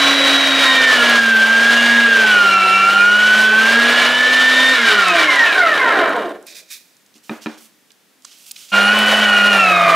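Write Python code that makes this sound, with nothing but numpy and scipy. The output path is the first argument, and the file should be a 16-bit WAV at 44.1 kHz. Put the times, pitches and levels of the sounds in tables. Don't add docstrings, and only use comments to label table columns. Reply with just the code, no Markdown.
import sys
import numpy as np
from scipy import signal
from scipy.io import wavfile
from scipy.ndimage import uniform_filter1d

SR = 44100
rng = np.random.default_rng(int(sys.argv[2]) if len(sys.argv) > 2 else 0)


def attenuation_scalar(level_db):
    decades = np.asarray(level_db, float) / 20
    return 10 ** decades


def pcm_store(signal):
    levels = np.round(np.clip(np.atleast_2d(signal), -1, 1) * 32767)
    wavfile.write(sys.argv[1], SR, levels.astype(np.int16).T)


N = 438794
T = np.arange(N) / SR

OFF_S, ON_S = 4.74, 8
POWERED, AGAIN = (T < OFF_S) | (T > ON_S), T > ON_S
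MAINS_TURN = 2 * np.pi * 100 * T
PULL = np.cos(MAINS_TURN) * POWERED
USUAL_HZ, COAST_HZ = 235, 253
TEETH, WHEEL_TEETH = 7, 54
SMEAR = .12

# t/s, level/dB
CHATTER = [(0, 3), (.78, 2), (1.16, 5), (1.21, -2), (1.77, 1.6), (3.53, -0.5), (4.04, 5.5), (4.18, 1.5),
           (4.71, 0), (5.23, 4), (5.72, -0.1), (6.06, 5), (6.26, -7), (6.37, -19), (8.72, 1), (9.52, -0.1),
           (9.95, 3)]
ORDERS = [1.945, 3.89, 5.835, 28, 36.7, 5, 8, 8.945, 9.59, 10.89, 12, 14.78, 15, 15.945, 17.89, 19]
# f/Hz, level/dB
FALLING = [(200, -50), (260, -37), (360, -25), (440, -25), (560, -36), (685, -15), (790, -33), (950, -21),
           (1070, -22), (1150, -31), (1240, -21), (1350, -16), (1420, -13), (1490, -17), (1560, -13),
           (1690, -22), (1790, -14), (1890, -13), (2000, -27), (2130, -14), (2230, -30), (2330, -19),
           (2440, -32), (2550, -21), (2680, -29), (2800, -40), (2960, -24), (3100, -36), (3400, -33),
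           (4200, -38), (6000, -50)]


def evened(x):
    return x / np.sqrt(np.mean(x ** 2) + 1e-20)


def read(points, hz):
    f, value = np.transpose(points)
    return np.interp(np.log(hz + 1), np.log(f + 1), value)


def curve(points, t):
    return np.interp(t, *np.transpose(points))


def drift(hz):
    return evened(signal.lfilter(*signal.butter(2, hz, fs=SR), rng.standard_normal(N)))


def noise_band(edges, order, count):
    return signal.lfilter(*signal.butter(order, edges, "band", fs=SR), rng.standard_normal(count))


def shaped(x, gain, size=1024):
    hz, t, z = signal.stft(x, SR, nperseg=size, noverlap=size * 3 // 4)
    z = z * gain(hz[:, None], t)
    return signal.istft(z, SR, nperseg=size, noverlap=size * 3 // 4)[1][..., :N]


def share(gain, hz, band):
    return np.sqrt(np.mean(gain ** 2 * (hz > band[0]) * (hz < band[1]), axis=0))


def add(mix, s, sound):
    part = mix[..., round(s * SR):][..., :sound.shape[-1]]
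    part += sound[..., :part.shape[-1]]


def grinder():
    shaft_hz = uniform_filter1d(speed(T), size=1500)
    turn = 2 * np.pi * np.cumsum(shaft_hz * (1 + 0.0013 * drift(38.8))) / SR
    notes = unbalance(shaft_hz, turn) + second_stage(shaft_hz, turn) + tooth_mesh(shaft_hz, turn)
    notes += field_splits(shaft_hz, turn)
    notes = shell_ringing(notes, shaft_hz) + whistles(shaft_hz, turn)
    inside = shaped(gear_rattle(turn) + weak_orders(shaft_hz, turn), housing)
    hum = attenuation_scalar(-47 + 0.61 * drift(20)) * PULL
    at_rest = attenuation_scalar(-120 * np.maximum(T - 6.35, 0))
    starting = np.clip((T - 8.716) / 0.025, 0, 1)
    return np.where(T < ON_S, at_rest, starting) * (np.sqrt(2) * (notes + hum) + inside)


def speed(t):
    # t/s, shaft f/Hz
    loaded = [(0, 279.3), (.41, 274.7), (.68, 268.5), (.89, 256), (1.0, 242.3), (1.2, 232.4), (1.36, 222.1),
              (1.78, 235.4), (2.06, 234.2), (2.2, 223.5), (2.42, 200.9), (2.62, 191.7), (2.82, 194.5),
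              (3.35, 214.6), (3.54, 217.1), (3.8, 235.7), (4.3, 252), (4.72, 261)]
    # t/s, shaft f/Hz
    second_run = [(8.73, 200.7), (8.77, 201), (8.85, 203), (8.96, 212), (9.2, 212.2), (9.33, 206.2),
                  (9.43, 203.3), (9.5, 205.5), (9.62, 193.2), (9.69, 184.1), (9.73, 181.4), (9.8, 176.8),
                  (9.95, 170)]
    # t/s, f off the smooth run-down/Hz
    unevenness = [(4.74, 5), (4.79, -1), (4.88, 0), (5.08, -2.8), (5.25, .3), (5.45, 1.2), (5.6, -.4), (5.75, -1),
                  (6.2, -1)]
    left = np.clip(1 - (t - OFF_S) / 1.97, .05, 1)
    coasting = COAST_HZ * left ** 1.55 + curve(unevenness, t)
    return np.where((t > OFF_S) & (t < ON_S), coasting, curve(loaded + second_run, t))


def change_db(k, shaft_hz):
    # coasting level/dB, its fall/dB per octave of slowing, second run level/dB
    changes = [(-0.5, 5.5, 6.5), (-0.5, 1, 0.5), (3, 0.5, 0), (-0.5, 1, 2), (-8, -2, 2), (-6.5, 2, 0),
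               (-12.5, 0, 0)]
    loose, fall, later = changes[k]
    return np.where(POWERED, later * AGAIN, loose + fall * np.log2(shaft_hz / USUAL_HZ))


def unbalance(shaft_hz, turn):
    # f/Hz, level/dB
    outlet = [(60, -76.5), (150, -56), (175, -34.5), (195, -34), (222, -27), (234, -23), (250, -32.5),
              (272, -23.5)]
    db = read(outlet, shaft_hz) + change_db(0, shaft_hz) + .5 * drift(30) + 1.4 * drift(5.8)
    swallowed = .85 * ~POWERED * np.exp(-((shaft_hz - 221) / 9) ** 2)
    return attenuation_scalar(db) * np.cos(turn) * (1 - swallowed)


def second_stage(shaft_hz, turn):
    stage_db = [-13.5, -18.5]
    # f/Hz, level/dB
    outlet = [(150, -59.5), (320, -28), (450, -25.5), (680, -9), (900, -17), (1450, -17.5), (2300, -18),
              (3100, -33)]
    grid_hz = np.arange(0, 6000., 5)
    modes = np.sqrt(body(grid_hz, -28) / body(grid_hz, -10)) ** 1.9
    out = np.zeros(N)
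    for k, db in zip(ORDERS, stage_db):
        flare = np.interp(k * shaft_hz, grid_hz, modes ** 1.5) * ~POWERED
        level = attenuation_scalar(12.5 + db + read(outlet, k * shaft_hz) + 3.8 * drift(23))
        out += level * flare * np.cos(k * turn + SMEAR * 2 * drift(25))
    return out


def tooth_mesh(shaft_hz, turn):
    runout = [(.07, .12, .04, .11), (.1, .1, .06, .06), (.2, .2, .1, .1), (.2, .2, .1, .1),
              (.2, .2, .1, .1), (.2, .2, .1, .1)]
    # f/Hz, level/dB
    mesh = [
        [(1300, -13), (1400, -10.5), (1630, -11), (1675, -16), (1715, -21), (1750, -11.5), (1875, -15),
         (1900, -29)],
        [(2550, -19), (2720, -18.5), (2800, -25), (2920, -21), (3100, -32), (3520, -32), (3620, -22),
         (3750, -17)],
        [(3600, -42.5), (3800, -28), (4060, -32), (4250, -34), (4400, -40.5), (4940, -40.5), (5100, -46),
         (5850, -37.5)],
    ]
    # f/Hz, level/dB
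    later_mesh = [
        [(1200, -13), (1250, -16.5), (1300, -17), (1360, -14.5), (1440, -14), (1465, -14.5), (1483, -20)],
        [(2400, -21), (2500, -17), (2600, -14), (2720, -14.5), (2800, -20), (2870, -18), (2970, -20)],
        [(3600, -40), (3720, -30), (3800, -28), (3900, -31), (4060, -43), (4230, -36), (4330, -35), (4420, -46)],
    ]
    wheel = turn * TEETH / WHEEL_TEETH
    pull = np.where(AGAIN, .26, .12) * attenuation_scalar(3 * drift(7))
    field_wobble = 0.14 * np.sin(MAINS_TURN) * AGAIN
    slowed = 1 - np.log2(shaft_hz / COAST_HZ)
    out = np.zeros(N)
    for k, depths in enumerate(runout, 1):
        hz = k * TEETH * shaft_hz
        driven_db = -99
        if k <= len(mesh):
            driven_db = np.where(AGAIN, read(later_mesh[k - 1], hz), read(mesh[k - 1], hz))
        loose_db = read(FALLING, hz) + 0.7 * np.minimum(curve(CHATTER, T), 0)
        db = change_db(k, shaft_hz) + np.where(POWERED, driven_db, loose_db)
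        throb = sum(depth * (1 + .5 * drift(3.4)) * np.cos(n * wheel + n * k)
                    for n, depth in enumerate(depths, 1))
        throb *= np.where(POWERED, np.where(AGAIN, 2.1, 1), 1.2)
        level = attenuation_scalar(db + np.where(POWERED, 1.5, .7 * np.sqrt(k)) * drift(23))
        smear = SMEAR * np.sqrt(k) * slowed * drift(25) * ~POWERED
        phase = k * TEETH * turn + k - field_wobble + 0.77 * throb + smear
        out += level * (1 + throb + pull * PULL) * np.cos(phase)
    return out


def field_splits(shaft_hz, turn):
    splits = [(12, 1, -37, -28), (12, -1, -40, -35), (12, 0, -45, -30), (7, 1, -33, -33),
              (8.945, 0, -45, -28), (8.945, 1, -45, -30)]
    flutter = drift(7.8)
    out = np.zeros(N)
    for k, beats, db, later_db in splits:
        phase = k * turn + beats * MAINS_TURN + .5 * drift(30)
        wander_db = 3 * np.roll(flutter, round(3000 * (k + beats)))
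        out += POWERED * attenuation_scalar(np.where(AGAIN, later_db, db) + wander_db) * np.cos(phase)
    order = 8.945
    slowing_db = 4 * np.log2(shaft_hz / USUAL_HZ)
    sum_db = -7 + read(FALLING, order * shaft_hz) + 2 * slowing_db + 2.4 * flutter
    return out + ~POWERED * attenuation_scalar(sum_db) * np.cos(order * turn + .5 * flutter)


def shell_ringing(notes, shaft_hz):
    t = T[:SR // 4]
    tail = rng.standard_normal(len(t)) * attenuation_scalar(-60 * t / .24)
    ringing = .85 * ~POWERED * np.clip(2 - shaft_hz / 115, 0, 1)
    rung = signal.oaconvolve(ringing * notes, tail / np.linalg.norm(tail))[:N]
    return np.sqrt(1 - ringing ** 2) * notes + rung


def whistles(shaft_hz, turn):
    thin_walls = [(3.89, 680, 55, -22), (28, 5400, 150, -45), (28, 5750, 100, -49), (28, 6560, 150, -47),
                  (48, 9800, 600, -47), (60, 13200, 250, -52)]
    out = np.zeros(N)
    for k, f, w, db in thin_walls:
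        nearness = np.exp(-((k * shaft_hz - f) / w) ** 2)
        level = POWERED * attenuation_scalar(db + .6 * np.sqrt(k) * drift(6)) * nearness
        out += level * np.cos(k * turn + .03 * k ** .9 * drift(30))
    return out


def gear_rattle(turn):
    wheel = turn * TEETH / WHEEL_TEETH
    beat_db = 0.71 * np.cos(wheel) + 2.0 * np.cos(turn) + 1.86 * drift(9.5) + 1.0 * drift(130)
    hiss = evened(attenuation_scalar(beat_db) * rng.standard_normal(N))
    chips = attenuation_scalar(3.3 * np.minimum(rng.exponential(1, N), 5))
    chips *= (rng.random(N) < 250 / SR) * rng.choice([-1, 1], N)
    flaws = rng.standard_normal(256)
    ladder = np.interp(wheel / (2 * np.pi) * len(flaws), np.arange(len(flaws)), flaws, period=len(flaws))
    return hiss + 0.22 * ladder + 1.8 * chips


def weak_orders(shaft_hz, turn):
    orders_db = [-17, -18.5, -20.5, -20.5, -14, -22.5, -24, -26, -31.5, -23.5, -17.5, -20, -25.5, -23,
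                 -32.5, -26]
    coasting_orders = 5
    out = np.zeros(N)
    for i, (k, db) in enumerate(zip(ORDERS, orders_db)):
        level = attenuation_scalar(db + 2.2 * drift(3.2) + 4.3 * drift(16)) * min(1, 14 / k)
        if k == 12:
            level *= attenuation_scalar(-np.clip((k * shaft_hz - 2950) / 15, 0, 7))
        if i >= coasting_orders:
            level = level * POWERED
        out += level * np.cos(k * turn + 0.1 * k ** 0.62 * drift(14.0))
    driven_db = 0.05 * (225 - shaft_hz) - 2.7 * AGAIN
    loose_db = 0.38 * 4 * np.log2(shaft_hz / USUAL_HZ) - 3.5
    return out * (1 + 0.32 * PULL) * attenuation_scalar(np.where(POWERED, driven_db, loose_db))


def body(hz, shell_db):
    # f/Hz, width/Hz, level/dB
    resonances = [(420, 29, -4), (681, 59, -7), (1053.3, 20, 12), (1216, 30, -6), (1314, 22.5, -19),
                  (1400, 54, 3.5), (1580, 63, 2), (1805, 180, 0), (2112, 37, 0.5), (2890, 32, -7),
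                  (3804, 290, -11), (5200, 200, -28.5), (320, 38, -8), (5770, 110, -26.5)]
    # f/Hz, level/dB per Hz
    shell = [(18, -75), (30, -58.5), (144, -23), (214, -3.5), (351, -1), (400, -4), (608, 10), (925, 2.5),
             (1440, 10), (2080, 8), (2310, 14), (2500, 2), (3000, 8), (14400, -38), (15600, -37)]
    power = attenuation_scalar(2 * (read(shell, hz) + shell_db))
    power = power + sum(attenuation_scalar(2 * db) / (1 + (2 * (hz - f) / w) ** 2) ** 2 for f, w, db in resonances)
    return np.sqrt(power)


def housing(hz, t):
    # driven level/dB, rise/dB per octave of speed,
    # coasting level/dB, rise/dB per octave, share of chatter, second run change/dB
    band_levels = [(-28, 5.5, -31.5, -3, 0.81, 6), (-21.5, 11.5, -15.5, 4, 0.82, 0.5),
                   (-28.5, 12, -26.5, 7.5, 0.45, -1.45), (-39, 8.5, -38.5, 5, 0.17, 1.5)]
    # lowest f/Hz, highest f/Hz
    bands = [(300, 1000), (1300, 3000), (4200, 7000), (9000, 15000)]
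    # f/Hz, width/Hz, level/dB
    dips = [(857, 25, 1.5), (2598, 40, 1.5), (2155, 88, -6), (3530, 440, -1)]
    loose, again = (t > OFF_S) & (t < ON_S), t > ON_S
    shape = body(hz, np.where(loose, -17, -11))
    shape *= attenuation_scalar(sum(db * np.exp(-((hz - f) / w) ** 2) for f, w, db in dips))
    shape *= attenuation_scalar(-6 * again / (1 + (hz / 480) ** 6))
    shape *= attenuation_scalar(3.8 * again * np.exp(-((hz - 1950) / 110) ** 2))
    octaves = np.log2(speed(t) / USUAL_HZ)
    place = np.interp(np.log(hz + 1), np.log([np.sqrt(a * b) for a, b in bands]), range(4))
    tilt_db = 0
    for k, (driven, rise, coasting, loose_rise, part, later) in enumerate(band_levels):
        db = np.where(loose, coasting + loose_rise * octaves, driven + rise * octaves + later * again)
        db = db + part * curve(CHATTER, t) - 20 * np.log10(share(shape, hz, bands[k]))
        tilt_db = tilt_db + np.maximum(1 - abs(place - k), 0) * db
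    return shape * attenuation_scalar(tilt_db)


def knocks():
    # t/s, peak level/dB, counter thump level/dB
    hits = [
        (7.155, -50, -29.5),
        (7.295, -12.5, -6),
        (7.309, -34, -2.5),
        (7.46, -13.5, -1),
        (7.468, -14, -30),
        (7.501, -46, -42),
    ]
    # f/Hz, level/dB, time to fall 60 dB/s
    counter_modes = [(233.6, 0.5, 0.17), (315, 0.5, 0.13), (386, -5, 0.11), (550, -5.5, 0.039)]
    # f/Hz, level/dB, time to fall 60 dB/s
    pusher_modes = [(960, 2, 0.035), (1350, 4, 0.029), (1800, 5.5, 0.021), (2190, -18, .02),
                    (2470, 3.5, 0.04), (2470, -18, 0.43), (3380, -18, 0.018), (3850, -5, 0.029)]
    out, t = np.zeros(N), np.arange(SR // 3) / SR
    for s, db, thump_db in hits:
        crack = noise_band([300, 3600], 4, len(t)) * attenuation_scalar(-60 * t / 0.015)
        rumble = noise_band([200, 1800], 2, len(t)) * attenuation_scalar(-60 * t / 0.42)
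        thump = (ring(counter_modes, t) + 0.24 * rumble) * (1 - np.exp(-t / .0015))
        add(out, s, attenuation_scalar(db) * (ring(pusher_modes, t) + 0.5 * crack) + attenuation_scalar(thump_db - 8.5) * thump)
    return signal.lfilter(*signal.butter(2, 130, "high", fs=SR), out)


def ring(modes, t):
    x = sum(attenuation_scalar(db - 60 * t / max(t60, .005)) * np.sin(2 * np.pi * hz * t * rng.uniform(0.94, 1.03))
            for hz, db, t60 in modes)
    return x / abs(x).max()


def slides():
    # f/Hz, level/dB per Hz
    glove = [(880, -29), (1500, -15.5), (1790, -25), (1970, -16), (2950, -6.5), (3960, -9), (5800, -7),
             (9950, -14), (15600, -19)]
    # f/Hz, level/dB per Hz
    tube = [(710, -63), (1200, -12), (1370, -40), (1520, -11), (2030, -7), (2210, -21), (2390, -2),
            (2710, -20), (3220, -20), (3710, -8), (4040, -12), (10300, -16), (15600, -16.5)]

    def colour(hz, t):
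        fizz_db = strokes(t)[1]
        in_tube = 1.1 * read(tube, hz) + 0.73 * read(glove, hz)
        hiss = attenuation_scalar(np.where(t < 7, in_tube, read(glove, hz)))
        lift_db = fizz_db - 20 * np.log10(share(hiss, hz, (9000, 15000)) / share(hiss, hz, (2000, 15000)))
        hiss *= attenuation_scalar(lift_db * np.clip((hz - 6000) / 5000, 0, 1))
        return hiss / share(hiss, hz, (2000, 15000))

    rough = evened(attenuation_scalar(1.4 * drift(300)) * rng.standard_normal(N))
    level = np.interp(T, T[::64], strokes(T[::64])[0]) * (T < 8.73)
    return level * shaped(rough, colour, size=256)


def strokes(t):
    # t/s, length/s, hiss level/dB, top fizz over the hiss/dB
    hand_strokes = [(6.453, .075, -40.5, -11.5), (6.538, .055, -38, -8.5), (6.673, 0.0304, -47, -10.5),
                    (6.693, .045, -33.5, -5), (6.734, .035, -44, -2.5), (7.137, .025, -51, -10),
                    (7.221, .15, -51.5, -4.5), (7.402, .04, -43, -11), (7.471, .075, -50, -14),
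                    (7.565, .02, -45.5, -5.5), (7.59, 0.067, -49, -1), (8.217, .03, -58, -5),
                    (8.244, 0.57, -50.5, -7), (8.249, .05, -53.5, -21), (8.302, .02, -44, -14),
                    (8.363, .08, -52, 2), (8.447, .045, -43.5, -1.5), (8.545, .11, -43, -8),
                    (8.671, .035, -43, -11.5)]
    start, length, db, fizz_db = np.transpose(hand_strokes)[..., None]
    late = np.maximum(t - start - length, 0)
    fall = attenuation_scalar(-2 * 400 * late) + attenuation_scalar(2 * (-15.5 - 65 * late))
    power = np.clip((t - start) / 0.018, 0, 1) ** 4 * attenuation_scalar(2 * db) * fall + 1e-20
    return np.sqrt(power.sum(0)), (power * fizz_db).sum(0) / power.sum(0)


def clicks():
    # t/s, peak level/dB, centre f/Hz, left over right/dB
    snaps = [(0.9943, -21, 6940, 4.5), (1.287, -28, 8000, 0), (2.876, -19.5, 7075, 0),
             (3.9086, -27, 7490, 0.5), (5.0837, -13, 6960, -3.5), (5.333, -20.5, 7510, -3.5),
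             (5.358, -17.5, 7490, -3), (5.803, -25, 8030, -6), (6.0942, -27, 8387, -1.5),
             (6.1652, -31.5, 8040, 0), (6.293, -35, 7420, -4), (1.097, -14.5, 10900, -3.5),
             (1.373, -31, 12300, 0.5), (2.05, -28.5, 12000, 1.5), (2.93, -24, 12000, 2.5),
             (3.441, -28.5, 13060, 1.5), (6.427, -36, 9000, -5), (6.468, -26, 9040, -8.5),
             (6.549, -35, 5940, -12), (6.66, -48.5, 6000, 0), (6.775, -33, 10900, -10),
             (6.968, -41, 6450, -5), (7.062, -42, 6000, -1), (7.1412, -40, 4300, -9), (7.18, -42, 6540, -7),
             (7.317, -42, 7460, -7.5), (7.905, -39, 3000, -9), (7.918, -38, 6490, -7),
             (8.222, -42, 6010, -8), (8.2473, -28, 5980, -7.5), (8.248, -33, 1320, -4),
             (8.2498, -20.5, 5300, -6), (8.5114, -17, 5400, -3), (8.514, -20, 5940, 1.5),
             (8.516, -17, 11200, -1.5), (8.5613, -31, 3980, -1), (8.563, -26.5, 3700, -1),
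             (8.81, -26, 7880, 2), (8.831, -26, 8010, -6), (8.919, -30.5, 12420, -1.5),
             (8.99, -12, 10710, -1.5)]
    out, t = np.zeros((2, N)), np.arange(2000) / SR
    for s, db, hz, pan_db in snaps:
        edges = np.clip([hz * 0.63, hz * 1.4], 200, 20000)
        fade_s = min(89 / hz, 0.025)
        snap = noise_band(edges, 2, len(t)) * attenuation_scalar(-60 * t / fade_s)
        add(out, s, attenuation_scalar(db + np.array([[.5], [-.5]]) * pan_db) * snap / abs(snap).max())
    return out


def kitchen(x):
    # f/Hz, time to fall 60 dB/s
    decay = [(200, 0.91), (1000, 0.15), (4000, 0.33), (12000, 0.13)]
    taps = np.zeros((2, SR // 2))
    at = np.arange(200, SR // 2 - 20, 20) + rng.integers(0, 20, (2, (SR // 2 - 201) // 20))
    np.put_along_axis(taps, at, rng.choice([-1., 1.], at.shape), 1)
    tail = shaped(taps, lambda hz, t: attenuation_scalar(-60 * t / read(decay, hz)), size=256)
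    x = signal.lfilter(*signal.butter(1, 900, "high", fs=SR), x)
    return signal.fftconvolve(x[None], tail / np.linalg.norm(tail[0]), axes=1)[:, :N]


def air():
    # f/Hz, level/dB per Hz
    room_tone = [(18, -70), (30, -39), (183, 0.5), (285, 0), (342, -3), (641, -7), (1110, -9.5), (1730, -7),
                 (1920, -7.5), (5780, -12), (15600, -17)]
    a, b = rng.standard_normal((2, N))
    pair = np.array([a + 0.47 * b, a - 0.45 * b])
    return attenuation_scalar(-56.5) * evened(shaped(pair, lambda hz, t: attenuation_scalar(read(room_tone, hz))))


def scene():
    # f/Hz, left over right/dB
    lean = [(150, 0.1), (300, -0.8), (1500, -1.3), (5000, -0.6), (10000, -0.3)]
    machine, hand, blows, snaps = grinder(), slides(), knocks(), clicks()
    sides = np.array([.5, -.5])[:, None, None]
    front = shaped(np.array([machine, machine]), lambda hz, t: attenuation_scalar(sides * read(lean, hz)))
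    near = front + hand * attenuation_scalar(np.array([[-2.2], [2.3]])) + blows * attenuation_scalar(np.array([[-.8], [.7]])) + snaps
    to_room = attenuation_scalar(-17.0) * machine + attenuation_scalar(-13.5) * hand + attenuation_scalar(-14.5) * blows + attenuation_scalar(-24.0) * snaps.mean(0)
    return near + kitchen(to_room) + air()


def top_cut(x):
    return signal.sosfilt(signal.butter(12, 15770, fs=SR, output="sos"), x)


def record(dry):
    limited = 0.85 * np.tanh(dry / 0.87)
    thin = signal.sosfilt(signal.butter(2, 110, "high", fs=SR, output="sos"), limited)
    edge = signal.firwin(801, 15740, window=("kaiser", 9), fs=SR)
    return top_cut(signal.oaconvolve(thin, edge[None], "same"))


dry = scene()
out = record(dry)
pcm_store(out)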